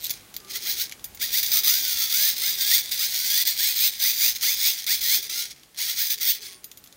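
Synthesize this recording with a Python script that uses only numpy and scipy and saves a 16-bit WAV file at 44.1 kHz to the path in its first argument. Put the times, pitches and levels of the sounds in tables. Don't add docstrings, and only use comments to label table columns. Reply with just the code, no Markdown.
import sys
import numpy as np
from scipy import signal
from scipy.fft import rfft, irfft
from scipy.io import wavfile
from scipy.ndimage import uniform_filter1d, map_coordinates

SR = 44100
rng = np.random.default_rng(int(sys.argv[2]) if len(sys.argv) > 2 else 0)


def generate_wav(signal):
    frames = np.transpose(np.atleast_2d(signal))
    scaled = np.clip(frames, -1, 1) * 32767
    pcm = np.round(scaled).astype(np.int16)
    wavfile.write(sys.argv[1], SR, pcm)


def to_linear_factor(level_db):
    exponent = np.asarray(level_db, float) / 20
    return 10 ** exponent


N = 306936
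TIME = np.arange(N) / SR

# pitch_hz, level_db
AIR_SPECTRUM = [(59, -36), (100, -5), (296, -7.5), (679, -12.5), (805, -11), (975, -16), (1060, -13),
                (1180, -13), (16200, -19)]
# time_s, level_db
AIR_LEVEL = [(0, -51), (2.6, -50.5), (3.2, -54.5), (4.3, -54.5), (4.8, -56.5), (5.04, -52.5), (5.7, -57),
             (6.96, -55.3)]
# start_s, hold_s, level_db
RUMBLE_SURGES = [(0, .1, -61), (.75, .15, -62), (1.05, .45, -59), (1.85, .2, -61), (4.0, .6, -63.5),
                 (5.04, .06, -60)]
# start_s, hold_s, level_db
PIPE_DRONES = [(.4, .3, -57.5), (1.65, .15, -63), (2.45, .15, -63), (3.55, .15, -64), (5.02, .35, -61),
               (6.13, .4, -62)]
# time_s, pitch_hz, level_db
HIGH_DRONES = [
    [(.38, 1193, -66), (.42, 1200, -55), (.5, 1204, -58), (.58, 1150, -70)],
    [(6.47, 1094, -68.5), (6.51, 1100, -59.5), (6.6, 1104, -67)],
]
RUMBLE_REST_DB, RUMBLE_PER_AIR_DB = -68, 1.1
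SWELL_DB_PER_S, FADE_DB_PER_S = 90, 60

# peak_s, rattle_db, swell_s and sink_s (each per 10 dB)
PUSHES = [(0, -47, .1, .15), (.065, -42, .08, .065), (.115, -42, .03, .07), (.509, -35, .018, .03),
          (.564, -29.5, .038, .021), (.705, -27, .075, .055), (.818, -27, .063, .033),
          (1.199, -37, .003, .05), (1.22, -26, .012, .075), (1.345, -25, .035, .15),
          (1.376, -23.5, .03, .05), (1.43, -27, .004, .08), (1.464, -29, .005, .1),
          (1.517, -27, .02, .3), (1.57, -21.5, .13, .042), (1.636, -29, .004, .03),
          (1.647, -24, .008, .2), (1.68, -20.5, .04, .15), (1.931, -27, .5, .04),
          (2.025, -25, .13, .08), (2.098, -28, .006, .1), (2.125, -24.5, .03, .1),
          (2.28, -23, .6, .058), (2.362, -32, .009, .05), (2.38, -30, .01, .2), (2.479, -25, .14, .1),
          (2.624, -24, .055, .075), (2.749, -19, .105, .055), (2.82, -36, .02, .3),
          (2.89, -35, .006, .05), (2.915, -27.5, .005, .14), (3.028, -24.5, .08, .088),
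          (3.158, -27, .09, .25), (3.382, -23, .25, .15), (3.425, -25, .1, .014),
          (3.454, -29, .004, .05), (3.475, -22, .02, .06), (3.607, -25.5, .058, .2),
          (3.667, -24, .4, .1), (3.759, -28.5, .01, .1),
          (3.868, -21.5, .16, .028), (3.92, -35.5, .02, .14), (3.998, -30, .012, .1),
               (4.021, -25, .033, .2), (4.081, -23.5, .9, .088), (4.24, -21.5, .08, .3),
               (4.29, -24.5, .1, .04), (4.36, -30.5, .02, .024), (4.43, -25, .021, .1),
               (4.5, -23.5, .45, .075), (4.674, -21, .1, .06), (4.794, -33.5, .2, .06),
               (4.843, -37, .004, .012), (4.868, -28, .004, .05), (4.915, -22, .05, .062),
               (5.011, -29, .004, .1), (5.15, -21.5, .17, .04), (5.23, -33.5, .02, .07),
               (5.297, -31, .005, .2), (5.408, -28, .2, .055), (5.51, -37, .006, .016),
               (5.57, -56, .05, .1), (5.786, -31, .014, .1), (5.817, -28, .075, .13),
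               (5.902, -27.5, .1, .052), (6.001, -26, .05, .12), (6.069, -30, .004, .08),
               (6.104, -27, .006, .1), (6.14, -30, .05, .018), (6.18, -40, .02, .05),
               (6.213, -29, .012, .06), (6.305, -23.5, .12, .033), (6.348, -35, .006, .04),
               (6.425, -39, .02, .15), (6.455, -40, .06, .1), (6.49, -41.5, .9, .024),
               (6.525, -45, .037, .037)]
CREST_ROUNDING = 1.15
LET_GO_S = 6.35
# start_s, end_s, from_hz, to_hz, bend (under 1 early, over 1 late)
EARLY_PULLS = [(0.54, 0.58, 1193, 1453, 0.8), (0.66, 0.7, 1179, 1737, 0.57), (0.79, 0.85, 1332, 1630, 0.53),
               (1.208, 1.236, 1250, 1850, 0.95), (1.24, 1.275, 1870, 2000, 0.9),
               (1.33, 1.38, 1684, 2451, 1.04), (1.55, 1.6, 1230, 1314, 0.9), (1.67, 1.77, 1180, 1575, 0.75),
               (1.8, 1.95, 1590, 1400, 1.1), (1.96, 2.07, 1385, 1300, 0.7), (2.125, 2.28, 1250, 1807, 0.55),
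               (2.42, 2.5, 1279, 1807, 1.1), (2.58, 2.72, 1570, 1821, 2.1), (2.72, 2.8, 1810, 2350, 0.6),
               (3.0, 3.07, 1205, 1636, 0.84), (3.11, 3.28, 1468, 1537, 0.87),
               (3.28, 3.42, 1555, 2050, 1.35), (3.45, 3.5, 1665, 1832, 1.48)]
# start_s, end_s, from_hz, to_hz, bend
LATE_PULLS = [(3.59, 3.7, 1504, 2522, 0.84), (3.78, 3.86, 2266, 2788, 1.97), (4.0, 4.11, 1441, 2669, 1.14),
              (4.21, 4.29, 2131, 2871, 0.98), (4.43, 4.53, 1132, 2612, 0.73), (4.62, 4.72, 2118, 2975, 1.5),
              (4.87, 4.95, 1273, 2430, 0.96), (5.05, 5.16, 1891, 2653, 2.15), (5.3, 5.46, 1280, 1443, 0.35),
              (5.785, 5.835, 1300, 2480, 0.6), (5.88, 5.93, 1186, 1518, 0.7),
              (5.98, 6.03, 1316, 1839, 1.05), (6.08, 6.16, 1629, 1825, 0.91),
              (6.21, 6.25, 1349, 1600, 1.78), (6.25, 6.32, 1637, 2991, 0.8)]
INERTIA_S = .012

# time_s, knocks_per_s
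WHEEL_BOUNCE = [(0, 300), (.2, 300), (.5, 800), (1.38, 850), (1.45, 480), (5.15, 480), (5.22, 900),
                (5.7, 900), (5.8, 520), (6.96, 480)]
# time_s, top_ring_db
FACING_MICROPHONE = [(0, 5), (.3, 2), (1.3, .1), (1.6, 3.5), (1.8, .3), (2.25, 1.5), (2.6, -.5), (3.7, -.3),
                     (3.9, 1), (4.6, -1.8), (5.25, .3), (5.3, -3), (5.85, -1.5), (6.1, 4), (6.33, 2.5),
                     (6.42, -2)]
# pitch_hz, level_db
TOP_RING = [(9000, -60), (11000, -26), (12200, -11), (13700, -8), (14300, -4), (14900, 0), (15300, -1),
            (15700, -4), (16300, -30)]
# pitch_hz, level_db
SHELL_RING = [(1410, -29.5), (2400, -14), (2880, -14), (3500, -3.5), (4370, -3.5), (4800, -2.5), (5350, -4),
              (6200, -2), (7000, -6), (7640, -12), (8340, -7.5), (9350, -12), (11400, -10), (12000, -5.5),
              (15600, -38), (22000, -120)]
# pitch_hz, level_db
BODY_RING = [(470, -43), (800, -20.5), (863, -28), (1130, -24.5), (1610, -9.5), (1810, -6.5), (2110, 0.5),
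             (2770, -7), (3200, -4), (4160, -26.5), (7040, -120)]
# pitch_hz, level_db
TOOTH_EDGE = [(5500, -40), (7200, -6), (8400, 0), (10000, -3), (11500, -2), (13000, -30)]
# pitch_hz, width_hz, lift_db
NARROW_MODES = [(2326, 42, 3.5), (3430, 210, 5.5), (3743, 54, 4), (4080, 68, 5.5), (4684, 160, 4.5),
                (5000, 77, 4), (6090, 103, 5), (6600, 180, 4.5), (7160, 120, 5.5), (7990, 110, 2.5),
                (8470, 110, 3.5)]
GRIP_SHIFT = .014
TOP_PER_LOAD, TOP_DB_PER_OCTAVE = .45, 2
EDGE_DB = -15.5

# time_s, level_db
HINGE_SLIPS = [(.0098, -36), (.0168, -39), (.0235, -38), (.0275, -41), (.031, -35), (.034, -38),
               (.0362, -35), (.039, -30), (.0424, -23), (.0462, -24), (.0493, -29), (.0543, -26),
               (.0586, -28), (.0646, -28), (.0678, -26), (.0708, -30), (.078, -39), (.0848, -36)]
# pitch_hz, level_db
CRANK_ARM = [(1200, -38), (2700, -15), (3900, 0), (5000, -10), (6300, -8), (8500, -10), (11000, -17),
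             (13500, -1), (14500, -1), (15800, -14)]
# time_s, peak_db, top_db, low_db
TORCH_CLICKS = [(0.0953, -20.5, -9, -27), (0.1045, -21, 3, -40), (0.1089, -19, 0, -24),
                (0.137, -31, -21, -27), (0.341, -32, -2, -25), (0.3474, -37, -6, -28),
                (0.354, -37, -11, -32), (0.3646, -24.5, -1, -25), (0.3714, -47, -3, -27),
                (0.4015, -38, -17, -23), (0.447, -39, -15, -23), (0.4708, -43, -15, -22),
                (0.8948, -30.5, -15, -20), (0.9135, -32, -17, -16), (0.922, -24.5, -21, -14),
                (0.9946, -43, -12, -15), (1.042, -25.5, -1, -27), (1.0545, -35, -12, -18),
                (1.1471, -37, -2, -23), (1.173, -35.5, -16, -15),
                (2.912, -25, -10, -26), (4.866, -26, -6, -26), (5.008, -26, -8, -26),
                (1.634, -19.5, -8, -26), (3.452, -22, -10, -26), (4.42, -27, -8, -26),
                (5.299, -31, -6, -26), (6.068, -21, -4, -30), (6.21, -24, -6, -26), (1.2908, -35, -13, -14),
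                (1.3039, -27, -12, -15.5), (1.4285, -18.5, -2.5, -21), (1.4624, -19.5, -13, -39),
                (2.8309, -27.5, -12, -32.5), (2.8518, -28.5, -15, -26), (3.9796, -41, -16, -24),
                (4.8415, -26, -7, -26), (5.633, -42, -22.5, -14.5), (5.7455, -39.5, -13, -18.5),
                (6.1017, -18.5, -12, -43.5), (6.6347, -46, -9, -15), (6.456, -33, -8, -24),
                (6.484, -35, -12, -24), (6.521, -42, -15, -20), (6.531, -41, -12, -20),
                (6.6424, -30, -5, -25), (6.7147, -33, -14, -19), (6.773, -37, -8, -24),
                (6.84, -38, -7, -25), (6.86, -43, -17, -17), (6.873, -38, -22, -29),
                (6.9252, -39, -18, -24)]
# time_s, level_db, pitch_hz
ARM_THUMP = (0.104, -31, 140)
# time_s, level_db
KEY_KNOCKS = [(.109, -36), (.365, -42), (1.0425, -33), (1.148, -47), (6.6425, -39), (6.715, -48),
              (6.773, -46), (6.84, -49)]
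# pitch_hz, level_db, t60_s
STEEL_MODES = [(6900, -5, .07), (7600, -5, .035), (9238, -3, .07), (10620, -3, .04), (12040, -5, .04),
               (13600, -2, .1), (13900, -4, .16), (14220, -2, .1)]
# time_s, level_db
CORD_RUBS = [
    [(.12, -52), (.15, -54), (.19, -62)],
    [(6.43, -58), (6.5, -53), (6.56, -55), (6.62, -65)],
]

# pitch_hz, level_db over the rattle
SHELL_RADIATION = [(600, -38), (1000, -29), (1300, -24.5), (1600, -20.5), (2050, -11.5), (2500, -15.5),
                   (3000, -15), (4000, -15), (5000, -17), (8000, -28)]
# multiple of half the mesh pitch, level_db
WHINE_PARTIALS = [(1, -20), (2, 0.3), (3, -16), (4, -5), (5, -14), (6, -10)]
COAST_DB_PER_S = 70
STRAIN_DB, HARD_HZ_PER_S = 3.5, 14000
UNEVEN_DB, SETTLE_S, SLOW_HZ, SPURT_HZ_PER_S = 17, .055, 1500, 6000
# pitch_hz, t60_s
WALL_DECAY = [
    (1000, 0.12),
    (5000, 0.16),
    (15000, 0.06),
]


def unit(x):
    return x / np.sqrt(np.mean(x ** 2) + 1e-20)


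def steady(x):
    return x / np.sqrt(np.abs(uniform_filter1d(x ** 2, size=SR // 16)) + 1e-12)


def along(points, hz):
    f, value = np.transpose(points)
    return np.interp(np.log(hz + 1), np.log(f + 1), value)


def curves(tables):
    s, *columns = np.concatenate(tables).T
    return [np.interp(TIME, s, column) for column in columns]


def gate(tables, fade_s):
    on = sum((TIME >= rows[0][0]) & (TIME <= rows[-1][0]) for rows in tables) > 0
    return uniform_filter1d(on.astype(float), size=int(fade_s * SR) + 1)


def wobble(rate):
    return map_coordinates(rng.standard_normal(int(N * rate / SR) + 4), [TIME * rate])


def coloured(x, spectrum):
    gain = to_linear_factor(along(spectrum, np.fft.rfftfreq(4096, 1 / SR)))
    cepstrum = irfft(np.log(gain + 1e-3))
    cepstrum[1:2048] *= 2
    cepstrum[2049:] = 0
    ring = irfft(np.exp(rfft(cepstrum)))
    return signal.fftconvolve(x, ring / np.linalg.norm(ring))[:N]


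def bursts(strikes, t60):
    t = np.arange(SR // 50) / SR
    shape = to_linear_factor(-60 * t / t60) * (1 - np.exp(-t / .0003))
    power = np.abs(signal.fftconvolve(strikes ** 2, shape ** 2)[:N])
    return rng.standard_normal(N) * np.sqrt(power)


def swells(rows):
    s, hold, db = np.transpose(rows)[..., None]
    swell_db = SWELL_DB_PER_S * np.maximum(s - TIME, 0)
    fade_db = FADE_DB_PER_S * np.maximum(TIME - s - hold, 0)
    return np.max(db - swell_db - fade_db, axis=0)


def room():
    def noise(spectrum):
        return unit(coloured(rng.standard_normal(N), spectrum))

    def pipe(hz):
        return to_linear_factor(3.2 * wobble(60)) * np.sin(2 * np.pi * np.cumsum(hz) / SR)

    air_db, = curves([AIR_LEVEL])
    rumble_db = np.maximum(RUMBLE_REST_DB + RUMBLE_PER_AIR_DB * (air_db + 54), swells(RUMBLE_SURGES))
    air = to_linear_factor(air_db) * noise(AIR_SPECTRUM)
    rumble = to_linear_factor(rumble_db) * noise([(20, -19.5), (52, 1.5), (110, -8), (300, -46)])
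    drone = to_linear_factor(swells(PIPE_DRONES)) * pipe(390 + 28 * wobble(70))
    high_hz, high_db = curves(HIGH_DRONES)
    high = gate(HIGH_DRONES, fade_s=.03) * to_linear_factor(high_db) * pipe(high_hz + 22 * wobble(40))
    return air + rumble + drone + high


def load():
    s, db, swell, sink = np.transpose(PUSHES)

    def slope(push, span):
        return db[push] - 10 * (np.abs(TIME - s[push]) / span[push]) ** CREST_ROUNDING

    k = np.searchsorted(s, TIME)
    last, coming = np.maximum(k - 1, 0), np.minimum(k, len(s) - 1)
    swelling = np.where(k < len(s), slope(coming, swell), -120)
    return np.maximum(np.maximum(slope(last, sink), swelling), -120)


def mesh():
    u = np.linspace(0, 1, num=12)
    pulls = [np.c_[start + (end - start) * u, from_hz + (to_hz - from_hz) * u ** bend]
             for start, end, from_hz, to_hz, bend in EARLY_PULLS + LATE_PULLS]
    return uniform_filter1d(curves(pulls)[0], size=int(INERTIA_S * SR))


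def teeth(rate, mesh_hz, jitter, scatter_db):
    skip = np.maximum(np.round(mesh_hz / rate * (1 + .15 * wobble(25))), 1)
    landings = np.cumsum(mesh_hz / skip) / SR
    luck = rng.standard_normal((int(landings[-1]), 2))
    at = np.searchsorted(landings, np.arange(len(luck)) + .5)
    ragged = jitter * to_linear_factor(8 * wobble(7))[at] * SR * skip[at] / mesh_hz[at]
    at = np.clip(at + np.round(ragged * luck[:, 0]).astype(int), 0, N - 1)
    wheel = np.sin(2 * np.pi * np.cumsum(mesh_hz / 22) / SR)
    strikes = np.zeros(N)
    strikes[at] = to_linear_factor(scatter_db * np.clip(luck[:, 1], -2, 2) + 1.3 * wheel[at])
    return strikes


def resonant(x):
    both = []
    for shift in (1 - GRIP_SHIFT, 1 + GRIP_SHIFT):
        y = x
        for hz, width_hz, db in NARROW_MODES:
            b, a = signal.iirpeak(hz * shift, hz / width_hz, SR)
            y = y + (to_linear_factor(db) - 1) * signal.lfilter(b, a, y)
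        both.append(y)
    grip = .5 + .5 * np.tanh(2 * wobble(6))
    return grip * both[0] + (1 - grip) * both[1]


def hands(x):
    def late(delay_s, sway):
        return np.interp(TIME - delay_s * (1 + sway * wobble(3)), TIME, x)

    return x + 0.32 * late(0.000208, 0.06) - 0.32 * late(0.000898, 0.11)


def gears():
    rattle_db, mesh_hz = load(), mesh()
    effort = np.clip(to_linear_factor(.45 * (rattle_db + 27)), .3, 1.1)
    knocks = teeth(curves([WHEEL_BOUNCE])[0] * effort, mesh_hz, jitter=.06, scatter_db=1.9)
    rubbing = effort + 1.1 * (TIME > LET_GO_S) + 3 * (TIME < .3)

    def scrape(share):
        return share * rubbing * rng.standard_normal(N) * to_linear_factor(2.5 * wobble(30))

    clean = .8 * steady(knocks)
    top = steady(coloured(steady(bursts(knocks, t60=.0045)) + scrape(.52), TOP_RING))
    shell = resonant(coloured(clean + steady(bursts(knocks, t60=.005)) + scrape(.5), SHELL_RING))
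    body = resonant(coloured(clean + steady(bursts(knocks, t60=.007)) + scrape(.8), BODY_RING))
    edge = steady(coloured(bursts(knocks ** 2, t60=.003), TOOTH_EDGE))

    top_db = curves([FACING_MICROPHONE])[0] + TOP_PER_LOAD * np.clip(rattle_db + 27, -25, 0)
    top_db = top_db + TOP_DB_PER_OCTAVE * np.log2(mesh_hz / 1800)
    body_db = -12.5 - 0.24 * (rattle_db + 25.5)
    layers = to_linear_factor(0.2) * steady(hands(shell)) + to_linear_factor(top_db) * top
    layers = layers + to_linear_factor(body_db) * steady(body) + to_linear_factor(EDGE_DB) * edge
    return to_linear_factor(rattle_db) * layers


def hinge():
    slips = np.zeros(N)
    s, db = np.transpose(HINGE_SLIPS)
    slips[np.round(s * SR).astype(int)] = to_linear_factor(db + 9.5)
    return coloured(bursts(slips, t60=.008), CRANK_ARM)


def clicks():
    t = np.arange(SR // 10) / SR
    crack, rustle = to_linear_factor(-60 * t / 0.013), 0.33 * to_linear_factor(-60 * t / 0.055)
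    shape = (crack + rustle) * (1 - np.exp(-t / 0.00022))
    drive = np.zeros((3, N + SR))
    for s, db, top_db, low_db in TORCH_CLICKS:
        levels = to_linear_factor(db + np.array([[-6], [top_db - 2.0], [low_db + 7]]))
        start = round(s * SR)
        drive[:, start:start + len(t)] += levels * shape * rng.standard_normal((3, len(t)))
    parts = sum(coloured(d[:N], part) for d, part in zip(drive, (SHELL_RING, TOP_RING, BODY_RING)))
    return resonant(parts) + to_linear_factor(-5) * coloured(drive[0, :N], TOOTH_EDGE)


def thump():
    s, db, hz = ARM_THUMP
    u = np.maximum(TIME - s, 0) * 2 * np.pi * hz
    return to_linear_factor(db) * (1 - u) * np.exp(-u) * (TIME > s)


def key_ring():
    out, t = np.zeros(N + SR), np.arange(SR // 5) / SR
    for s, db in KEY_KNOCKS:
        ring = 0
        for hz, level_db, t60 in STEEL_MODES:
            decay = to_linear_factor(level_db + rng.normal(0, 3) - 60 * t / t60)
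            rough_hz = hz + 900 * rng.standard_normal(len(t))
            ring = ring + decay * np.sin(2 * np.pi * np.cumsum(rough_hz) / SR)
        out[round(s * SR):][:len(t)] += to_linear_factor(db) * ring * (1 - np.exp(-t / .0004))
    return out[:N]


def cord():
    spectrum = [(7500, -30), (9000, -5), (9400, 0), (9800, -5), (11500, -30)]
    hiss = unit(coloured(rng.standard_normal(N), spectrum))
    return gate(CORD_RUBS, fade_s=.02) * to_linear_factor(curves(CORD_RUBS)[0]) * hiss


def pinion():
    hz = mesh()
    phase = np.pi * np.cumsum(hz * (1 + .007 * wobble(150))) / SR
    start, end, from_hz, to_hz = np.transpose(EARLY_PULLS + LATE_PULLS)[:4]
    pull = np.maximum(np.searchsorted(start, TIME) - 1, 0)

    slow = np.clip((SLOW_HZ - from_hz) / 150, 0, 1)
    spurt = slow * np.clip((to_hz - from_hz) / (end - start) / SPURT_HZ_PER_S, 0, 1.15)
    uneven_db = UNEVEN_DB * np.exp(-((TIME - start[pull]) / SETTLE_S) ** 2) * spurt[pull]
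    tone = 0
    for k, db in np.round(WHINE_PARTIALS, 0):
        partial_db = db + k % 2 * uneven_db + along(SHELL_RADIATION, k * hz / 2) + 1.8 * wobble(40)
        tone = tone + to_linear_factor(partial_db) * np.sin(k * phase)

    coast_db = -COAST_DB_PER_S * np.maximum(TIME - end[pull], 0) - 60 * (TIME < start[0])
    strain_db = STRAIN_DB * np.clip(np.gradient(hz) * SR / HARD_HZ_PER_S, -.6, 1)
    return to_linear_factor(load() + strain_db + uniform_filter1d(coast_db, size=SR // 100)) * tone


def walls(x):
    hz, t, z = signal.stft(rng.standard_normal(SR // 2), SR, nperseg=256)
    decay = to_linear_factor(-60 * t / along(WALL_DECAY, hz)[:, None])
    tail = signal.istft(z * decay, SR, nperseg=256)[1]
    return signal.fftconvolve(np.pad(x, (150, 0)), tail / np.linalg.norm(tail))[:N]


def scene():
    torch = gears() + hinge() + clicks() + thump() + key_ring() + cord() + pinion()
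    return (torch + to_linear_factor(-14) * walls(torch) + room())[None]


def roll_off(x):
    return signal.sosfilt(signal.butter(12, 16820, fs=SR, output="sos"), x)


def record(dry):
    kept = rfft(dry) * (np.fft.rfftfreq(N, 1 / SR) < 15780)
    mix = irfft(kept, N)
    return roll_off(mix)


dry = scene()
out = record(dry)
generate_wav(out)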